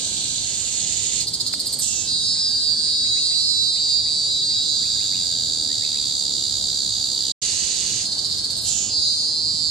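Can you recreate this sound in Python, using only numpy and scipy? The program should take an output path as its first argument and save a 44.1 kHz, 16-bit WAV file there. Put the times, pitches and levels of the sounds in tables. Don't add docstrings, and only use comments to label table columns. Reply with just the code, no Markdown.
import sys
import numpy as np
from scipy import signal
from scipy.fft import rfft, irfft
from scipy.io import wavfile
from scipy.ndimage import uniform_filter1d, map_coordinates

SR = 44100
rng = np.random.default_rng(int(sys.argv[2]) if len(sys.argv) > 2 else 0)


def inscribe(sig):
    pcm = np.round(np.clip(np.atleast_2d(sig).T, -1, 1) * 32767)
    wavfile.write(sys.argv[1], SR, pcm.astype(np.int16))


N = 427769
TIME = np.arange(N) / SR
CUT_S, RESUME_S = 7.322, 7.416

# freq_hz, gain_db
FRESH_EQ = [(2400, -50.5), (3450, -20.5), (3950, -1.5), (4650, 0), (5150, -3.5), (5500, -28), (5850, -19),
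            (8200, -15), (9400, -17.5), (10100, -42), (14000, -62)]
# freq_hz, gain_db
SIZZLE_EQ = [(6000, -13), (8400, 18.5), (10000, 2.5), (11500, 4), (12600, 3), (14000, -19)]


def gain_of(db):
    return 10 ** (np.asarray(db) / 20)


def unit_rms(x):
    return x / np.sqrt(np.mean(x ** 2) + 1e-20)


def at_freq(curve, hz):
    freqs, values = np.transpose(curve)
    return np.interp(np.log(hz + 1), np.log(freqs + 1), values)


def at_time(curve, t):
    return np.interp(t, *np.transpose(curve))


def span(start_s, end_s):
    return np.arange(round(start_s * SR), round(end_s * SR)) / SR


def fade(t, seconds):
    return np.clip(np.minimum(t - t[0], t[-1] - t) / seconds, 0, 1)


def bump(t, middle_s, half_s):
    return np.exp(-((t - middle_s) / half_s) ** 2)


def add(mix, start_s, sound):
    part = mix[..., max(round(start_s * SR), 0):][..., :sound.shape[-1]]
    part += sound[..., :part.shape[-1]]


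def band_rms(x, low_hz, high_hz):
    hz = np.fft.rfftfreq(len(x), 1 / SR)
    return np.sqrt(2 * np.sum(abs(rfft(x)[(hz > low_hz) & (hz < high_hz)]) ** 2)) / len(x)


def levelled(pair, size=4001):
    window = np.hanning(size)
    power = signal.fftconvolve(pair.mean(0) ** 2, window, "same")
    weight = signal.fftconvolve(np.ones(len(power)), window, "same")
    return pair / np.sqrt(power / weight + 1e-12)


def colour(x, eq, rings=(), size=8192):
    hz = np.fft.rfftfreq(size, 1 / SR)
    db = np.maximum(at_freq(eq, hz), -80)
    db = db + sum(height / (1 + (2 * (hz - centre) / width) ** 2) for centre, width, height in rings)
    log_gain = np.log(gain_of(np.r_[db, db[-2:0:-1]]))
    impulse = np.fft.ifft(np.exp(np.conj(signal.hilbert(log_gain)))).real[:size // 2]
    return signal.fftconvolve(x, impulse)[:len(x)]


def forest(x, t, wet_db, left_db, spacing=20):
    # freq_hz, t60_s
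    decay = [(2000, 0.83), (5000, 1), (12000, 0.07)]
    # time_s, left_lead_samples
    lead = [(0, 2.2), (3.1, 2), (3.9, 1.1), (6, 0)]
    slots = np.arange(2 * spacing, SR // 2, spacing)
    arrivals = slots + rng.integers(0, spacing, (2, len(slots)))
    taps = np.zeros((2, SR // 2 + spacing))
    np.put_along_axis(taps, arrivals, rng.choice([-1., 1.], arrivals.shape), 1)
    hz, age, spectra = signal.stft(taps, SR, nperseg=256)
    near_leaves = 1 + 3.8 * np.exp(-age / 0.0049)
    tail = signal.istft(spectra * near_leaves * gain_of(-60 * age / at_freq(decay, hz)[:, None]), SR)[1]
    echoes = signal.fftconvolve(x[None], tail / np.linalg.norm(tail[0]), axes=1)[:, :len(x)]
    left = map_coordinates(x, [np.arange(len(x)) + at_time(lead, t)], order=5)
    return (np.array([left, x]) + gain_of(wet_db) * echoes) * gain_of([[left_db / 2], [-left_db / 2]])


def wash(eq, patchy_db, size=1024):
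    # freq_hz, correlation
    likeness = [(60, 0.99), (250, 0.87), (600, 0.56), (1500, 0.85), (4000, 1), (12000, 0.13)]
    frames, hz = 4 * N // size + 5, np.fft.rfftfreq(size, 1 / SR)
    noise = rng.standard_normal((5, len(hz), frames))
    left, unrelated = noise[0] + 1j * noise[1], noise[2] + 1j * noise[3]
    patches = unit_rms(uniform_filter1d(uniform_filter1d(noise[4], size=12, axis=0), size=16, axis=1))
    alike = at_freq(likeness, hz)[:, None]
    spectra = np.array([left, alike * left + np.sqrt(1 - alike ** 2) * unrelated])
    spectra *= gain_of(at_freq(eq, hz)[:, None] + patchy_db * patches)
    return unit_rms(signal.istft(spectra, nperseg=size, noverlap=size - size // 4)[1][:, :N])


def fuzzy_tone(pitch_hz, width_hz):
    hz = np.fft.rfftfreq(N, 1 / SR)
    return unit_rms(irfft(rfft(rng.standard_normal(N)) / (1 + (2 * (hz - pitch_hz) / width_hz) ** 4), N))


def background():
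    # freq_hz, gain_db
    rumble_eq = [(20, -36), (59, -6), (90, -1), (141, -5.5), (224, -5.5), (913, -19), (1350, -27),
                 (2500, -30.5), (5000, -64)]
    chorus_eq = [(2400, -28.5), (3100, -10), (3800, 0), (4600, 6), (5500, -9), (7300, -2), (9000, -6.5),
                 (10500, -26), (12500, -22.5), (14000, -81)]
    # time_s, level_db
    chorus_ride = [(0, -34), (1.7, -31.5), (3.4, -35.5), (7.3, -28.5), (8.6, -34.5), (9.7, -40)]
    # middle_s, level_db
    call_swells = [(0.15, -58), (2.65, -56.5), (5.05, -58.5), (6.9, -66), (8.4, -60.5)]
    rumble = wash(rumble_eq, patchy_db=1.5, size=2048) * gain_of(np.where(TIME > RESUME_S, -40.5, -41.5))
    chorus = wash(chorus_eq, patchy_db=2.5) * gain_of(at_time(chorus_ride, TIME))
    swells = sum(gain_of(db) * bump(TIME, middle_s, half_s=0.75) for middle_s, db in call_swells)
    call = swells * fuzzy_tone(1594, width_hz=156)
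    hum = gain_of(-52) * fuzzy_tone(113, width_hz=13.5)
    return rumble + chorus + call + hum


def bird(from_hz=1680):
    # start_s, target_hz, level_db
    chirps = [(2.333, 2470, -57), (2.847, 2450, -58.5), (3.03, 2550, -56), (3.149, 2840, -49.5),
              (3.295, 2900, -51.5), (3.745, 3050, -50.5), (3.87, 2950, -56), (4.041, 2550, -56),
              (4.487, 2900, -55), (4.819, 2690, -53.5), (4.979, 2890, -52.5), (5.113, 2870, -49),
              (5.679, 2100, -58.5), (5.805, 2660, -52), (5.933, 2700, -55)]
    song = np.zeros(N)
    for start_s, target_hz, level_db in chirps:
        t = span(0, .055 * rng.uniform(.85, 1.15))
        sweep = 1.08 * np.sin(np.pi / 2 * (t / t[-1]) ** 1.3)
        waver = unit_rms(uniform_filter1d(rng.standard_normal(len(t)), size=60))
        hz = (from_hz + (target_hz - from_hz) * sweep) * (1 + 0.028 * waver)
        envelope = gain_of(level_db + 2.5) * (hz / target_hz) ** 1.7 * signal.windows.tukey(len(t), .5)
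        add(song, start_s, envelope * np.sin(2 * np.pi * np.cumsum(hz) / SR))
    return forest(song, TIME, wet_db=9.5, left_db=-0.5)


def tick():
    track, t = np.zeros(N), span(0, 0.019)
    burst = rng.standard_normal(len(t)) * np.exp(-t / 0.00086)
    snap = colour(burst, eq=[(200, -32), (600, 3), (1800, -3), (2600, -4), (3500, -31)])
    add(track, 1.538, gain_of(-38.5) * unit_rms(snap))
    return track


def tymbals(t, hz, jitter_s, uneven_db, lag=.509, second_db=0, reach=8):
    def during(curve, when):
        return np.interp(when, t - t[0], curve * np.ones(len(t)))
    cycles = np.cumsum(hz * np.ones(len(t))) / SR
    first_s = np.interp(np.arange(cycles[-1]), cycles, t - t[0])
    second_s = first_s[:-1] + during(lag, first_s[:-1]) * np.diff(first_s)
    due_s = np.r_[first_s, second_s]
    slip, force = rng.standard_normal((2, len(due_s)))
    position = (due_s + during(jitter_s, due_s) * slip) * SR
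    strength = gain_of(uneven_db * force + np.r_[np.zeros(len(first_s)), during(second_db, second_s)])
    near = position.astype(int)[:, None] + np.arange(-reach, reach + 1)
    offset = near - position[:, None]
    click = np.sinc(offset) * np.cos(np.pi * offset / (2 * reach + 2)) ** 2
    return np.bincount(np.clip(near, 0, len(t) - 1).ravel(), (strength[:, None] * click).ravel(), len(t))


def crumple(clicks, grit_db, decay_s):
    burst = signal.lfilter([1], [1, -np.exp(-1 / (decay_s * SR))], abs(clicks))
    return unit_rms(clicks) + gain_of(grit_db) * unit_rms(burst * rng.standard_normal(len(clicks)))


def neighbour(start_s=7.4, end_s=8.75, rate_hz=159.2, sag_hz_per_s=4.2):
    t = span(start_s, end_s)
    clicks = tymbals(t, rate_hz - sag_hz_per_s * (t - start_s), jitter_s=.00001, uneven_db=3.5)
    pair = forest(colour(clicks, FRESH_EQ), t, wet_db=1.5, left_db=0.5)
    return start_s, gain_of(-27.5) * levelled(pair) * fade(t, 0.04)


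def rasp(start_s, end_s, level_db, swell_db_per_s, eq, fade_s=0.063):
    t = span(start_s, end_s)
    clicks = crumple(tymbals(t, hz=165, jitter_s=.0003, uneven_db=1), grit_db=-2, decay_s=0.0012)
    pair = forest(colour(clicks, eq), t, wet_db=-1, left_db=0.5)
    edge_s = np.minimum(end_s - t, t - start_s if start_s else 1)
    envelope = gain_of(level_db + swell_db_per_s * (t - start_s)) * np.clip(edge_s / fade_s, 0, 1)
    return start_s, envelope * pair / band_rms(pair[1], 6100, 7630)


def throbs(throbs_per_s=15.5, arch_db=5, crest=0.37, brighten_s=0.31):
    # first_s, last_s, peak_db, sizzle_db, sizzle_rise_db
    runs = [(1.205, 1.789, -25, -45.5, 13), (8.054, 8.567, -26.5, -58.5, 15.5)]
    # freq_hz, gain_db
    throb_eq = [(2800, -35.5), (3900, 2.5), (4800, 9), (5600, -16), (7500, -6.5), (9200, -9), (10300, -31),
                (14000, -50)]
    pulses, sizzle = np.zeros((2, N))
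    for first_s, last_s, peak_db, sizzle_db, rise_db in runs:
        for along in np.linspace(0, 1, round((last_s - first_s) * throbs_per_s) + 1):
            start_s = first_s + along * (last_s - first_s)
            t = span(start_s, start_s + .05)
            gate = 1 / (1 + np.exp((t - start_s - .021) / 0.0027))
            clicks = tymbals(t, hz=158, jitter_s=0.000149, uneven_db=2)
            clicks = crumple(clicks, grit_db=-4, decay_s=0.0015) * gate
            level_db = peak_db - arch_db * (2 * (along - crest)) ** 2
            bright_db = sizzle_db + rise_db * max(1 - (last_s - start_s) / brighten_s, 0)
            add(pulses, start_s, gain_of(level_db) * unit_rms(colour(clicks, throb_eq)))
            add(sizzle, start_s, gain_of(bright_db) * unit_rms(colour(clicks, SIZZLE_EQ)))
    return forest(pulses, TIME, wet_db=-3.5, left_db=1) + forest(sizzle, TIME, wet_db=4.5, left_db=-4)


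def squawk(start_s, rise_s, peak_db, sizzle_db, length_s=0.38, relax_s=.09, release_s=0.16):
    # freq_hz, gain_db
    squawk_eq = [(1900, -38.5), (2620, -11), (4050, -7), (6000, -4.5), (6600, 1), (7300, 1), (8700, -18),
                 (10400, -28.5), (13000, -61)]
    cry_db_per_s, sizzle_db_per_s = -15, -81
    t = span(start_s, start_s + length_s)
    age = t - t[0]
    tension = .2 * np.exp(-age / relax_s)
    clicks = tymbals(t, 165 / (1 + tension / 2), jitter_s=.00001, uneven_db=1.5)
    clicks = crumple(clicks, grit_db=-12, decay_s=0.0013)
    sinking = map_coordinates(colour(clicks, squawk_eq), [np.cumsum(1 + tension)], order=5)
    cry = levelled(forest(sinking, t, wet_db=-1.5, left_db=0.5)) * np.minimum(age / rise_s, 1) ** 2
    cry *= gain_of(peak_db + cry_db_per_s * np.maximum(age - rise_s, 0))
    sizzle = levelled(forest(colour(clicks, SIZZLE_EQ), t, wet_db=0, left_db=4))
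    sizzle *= fade(t, 0.01) * gain_of(sizzle_db + sizzle_db_per_s * age)
    return start_s, (cry + sizzle) * np.clip((t[-1] - t) / release_s, 0, 1)


def trunk_echoes(x, echo_db=-8, longest_s=.014, drift=.0009, count=6):
    n = np.arange(len(x))
    paths = [n - rng.random() * longest_s * SR - rng.uniform(-drift, drift) * n for _ in range(count)]
    return gain_of(echo_db) * sum(map_coordinates(x, [path]) for path in paths) / np.sqrt(count)


def whine(start_s, end_s, level_db, held_back_db, attack_s, rings):
    # freq_hz, gain_db
    worn_eq = [(2400, -46), (3200, -29.5), (3650, -3.5), (4500, 2), (4850, 0.5), (5350, -19), (6400, -15.5),
               (7600, -6.5), (8200, -18), (9000, -16.5), (10400, -42), (14000, -48)]
    rattle_eq = [(2600, -52), (3230, -22), (3700, -2), (4850, -0.5), (5420, -18), (7420, -8), (8110, -17.5),
                 (9300, -16), (10200, -58), (12000, -29), (13800, -87)]
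    # centre_hz, width_hz, gain_db
    forest_rings = [(3660, 110, 3), (3960, 180, 1), (4180, 130, -3), (4600, 450, 4.5), (7630, 200, 5)]
    # middle_s, half_length_s
    slips = [(3.02, .2), (3.93, .18), (4.72, .1), (9.55, .24)]
    # middle_s, boost_db
    swells = [(3.92, 3.5), (9.05, 3.5)]
    rate_hz, sag_hz_per_s, bend_hz, bend_s, tired_hz = 159.68, 3.95, 1.2, .15, 60
    clean_s, breakup_s, tiring_s, loosening_s, double_click_s = 2.72, 0.07, .24, 0.31, .0031
    t = span(start_s, end_s)
    age = t - start_s
    clean_age, overdue = np.minimum(age, clean_s), np.maximum(age - clean_s, 0)
    wear = (clean_age / clean_s) ** 2
    broken = .5 + .5 * np.tanh((age - clean_s) / (2 * breakup_s))
    loose = overdue ** 2 / (overdue ** 2 + loosening_s ** 2)

    bend = np.exp(-clean_age / bend_s) - np.exp((clean_age - clean_s) / bend_s)
    clean_hz = rate_hz - sag_hz_per_s * clean_age + bend_hz * bend
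    hz = tired_hz + (clean_hz - tired_hz) / (1 + (overdue / tiring_s) ** 1.1)
    lag = .5045 + .008 * sum(bump(t, *slip) for slip in slips)
    lag += (hz * double_click_s - lag) * np.minimum(overdue / loosening_s, 1)
    clicks = tymbals(t, hz, jitter_s=0.000184 * loose, uneven_db=.2, lag=lag,
                     second_db=-4.5 * (0.5 - broken))
    clicks = crumple(clicks, grit_db=-32 * (1 - broken) - 8 * broken, decay_s=.0018)

    voice = (colour(clicks * (1 - broken) * (1 - wear), FRESH_EQ, rings)
             + colour(clicks * (1 - broken) * wear, worn_eq, rings)
             + colour(clicks * broken, rattle_eq, forest_rings))
    voice += (1 - broken) * trunk_echoes(voice)
    pair = levelled(forest(voice, t, wet_db=-2.5, left_db=0.7), size=12001)

    opening_db = -held_back_db * np.exp(-age / 0.19)
    slowing_db = 3.5 * np.log2(hz / rate_hz)
    swell_db = sum(boost_db * bump(t, middle_s, half_s=0.059) for middle_s, boost_db in swells)
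    envelope = np.minimum(age / attack_s, 1) * gain_of(level_db + opening_db + slowing_db + swell_db)
    return start_s, pair * envelope


def scene():
    # start_s, end_s, treble_level_db, swell_db_per_s
    rasps = [(0, 0.491, -30, -1), (0.409, 1.268, -29, 5.5), (7.351, 8.08, -25, -5)]
    # freq_hz, gain_db
    rasp_eqs = [
        [(1000, -58), (2300, -18), (4200, 3.5), (5400, -7.5), (7100, 0), (8240, -2.5), (13800, -54)],
        [(1000, -50), (2050, -18), (3600, -6), (4200, -1), (5400, -9.5), (7000, 1), (8240, -4), (11100, -33),
         (13800, -56)],
        [(1000, -35), (1700, -23), (3010, -8), (3400, -9.5), (4200, -2.5), (5700, -6.5), (6500, 0.5),
         (8240, -4.5), (12100, -43), (13800, -54)],
    ]
    # start_s, rise_s, peak_db, sizzle_db
    squawks = [(1.795, 0.029, -25, -39), (8.609, 0.069, -21, -35.5)]
    # start_s, end_s, level_db, held_back_db, attack_s
    whines = [(2.04, 7.33, -18.5, 5, 0.048), (8.87, 9.71, -20.5, -1.5, 0.074)]
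    # centre_hz, width_hz, gain_db
    spot_rings = [
        [(3880, 35, 6), (3995, 40, 7), (4208, 40, 4), (4520, 70, 5.5), (4722, 50, 9), (5065, 55, 8)],
        [(4560, 50, 3), (4780, 80, 8)],
    ]
    mix = background() + throbs() + bird() + tick()
    for cue, eq in zip(rasps, rasp_eqs):
        add(mix, *rasp(*cue, eq))
    for cue in squawks:
        add(mix, *squawk(*cue))
    for cue, rings in zip(whines, spot_rings):
        add(mix, *whine(*cue, rings))
    add(mix, *neighbour())
    return mix


def record(dry, threshold_db=-25.5, squeeze=0.35, react_s=0.16, lowpass_hz=13700):
    # freq_hz, left_minus_right_db
    balance = [(100, 1), (1200, 0.5), (2800, -0.5), (4500, -3), (7000, -13.5), (9000, -3), (10500, 20.5),
               (12500, 12.5)]
    # freq_hz, left_lead_rad
    phase = [(5400, 0), (7000, 1.5), (8800, 3), (12000, 3.5)]
    hz = np.fft.rfftfreq(N, 1 / SR)
    left_db, lead_rad = at_freq(balance, hz), at_freq(phase, hz)
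    response = np.array([gain_of(left_db / 2) * np.exp(1j * lead_rad), gain_of(-left_db / 2)])
    heard = irfft(rfft(dry) * response, N)
    power_db = 10 * np.log10(abs(uniform_filter1d((heard ** 2).mean(0), int(react_s * SR))) + 1e-12)
    heard *= gain_of(-squeeze * np.maximum(power_db - threshold_db, 0))
    gate = np.clip(np.maximum(CUT_S - TIME, TIME - RESUME_S) / 0.0092, 0, 1)
    lowpass = signal.firwin(255, lowpass_hz, window=("kaiser", 8), fs=SR)
    return signal.oaconvolve(heard * gate, lowpass[None], "same")


dry = scene()
out = record(dry)
inscribe(out)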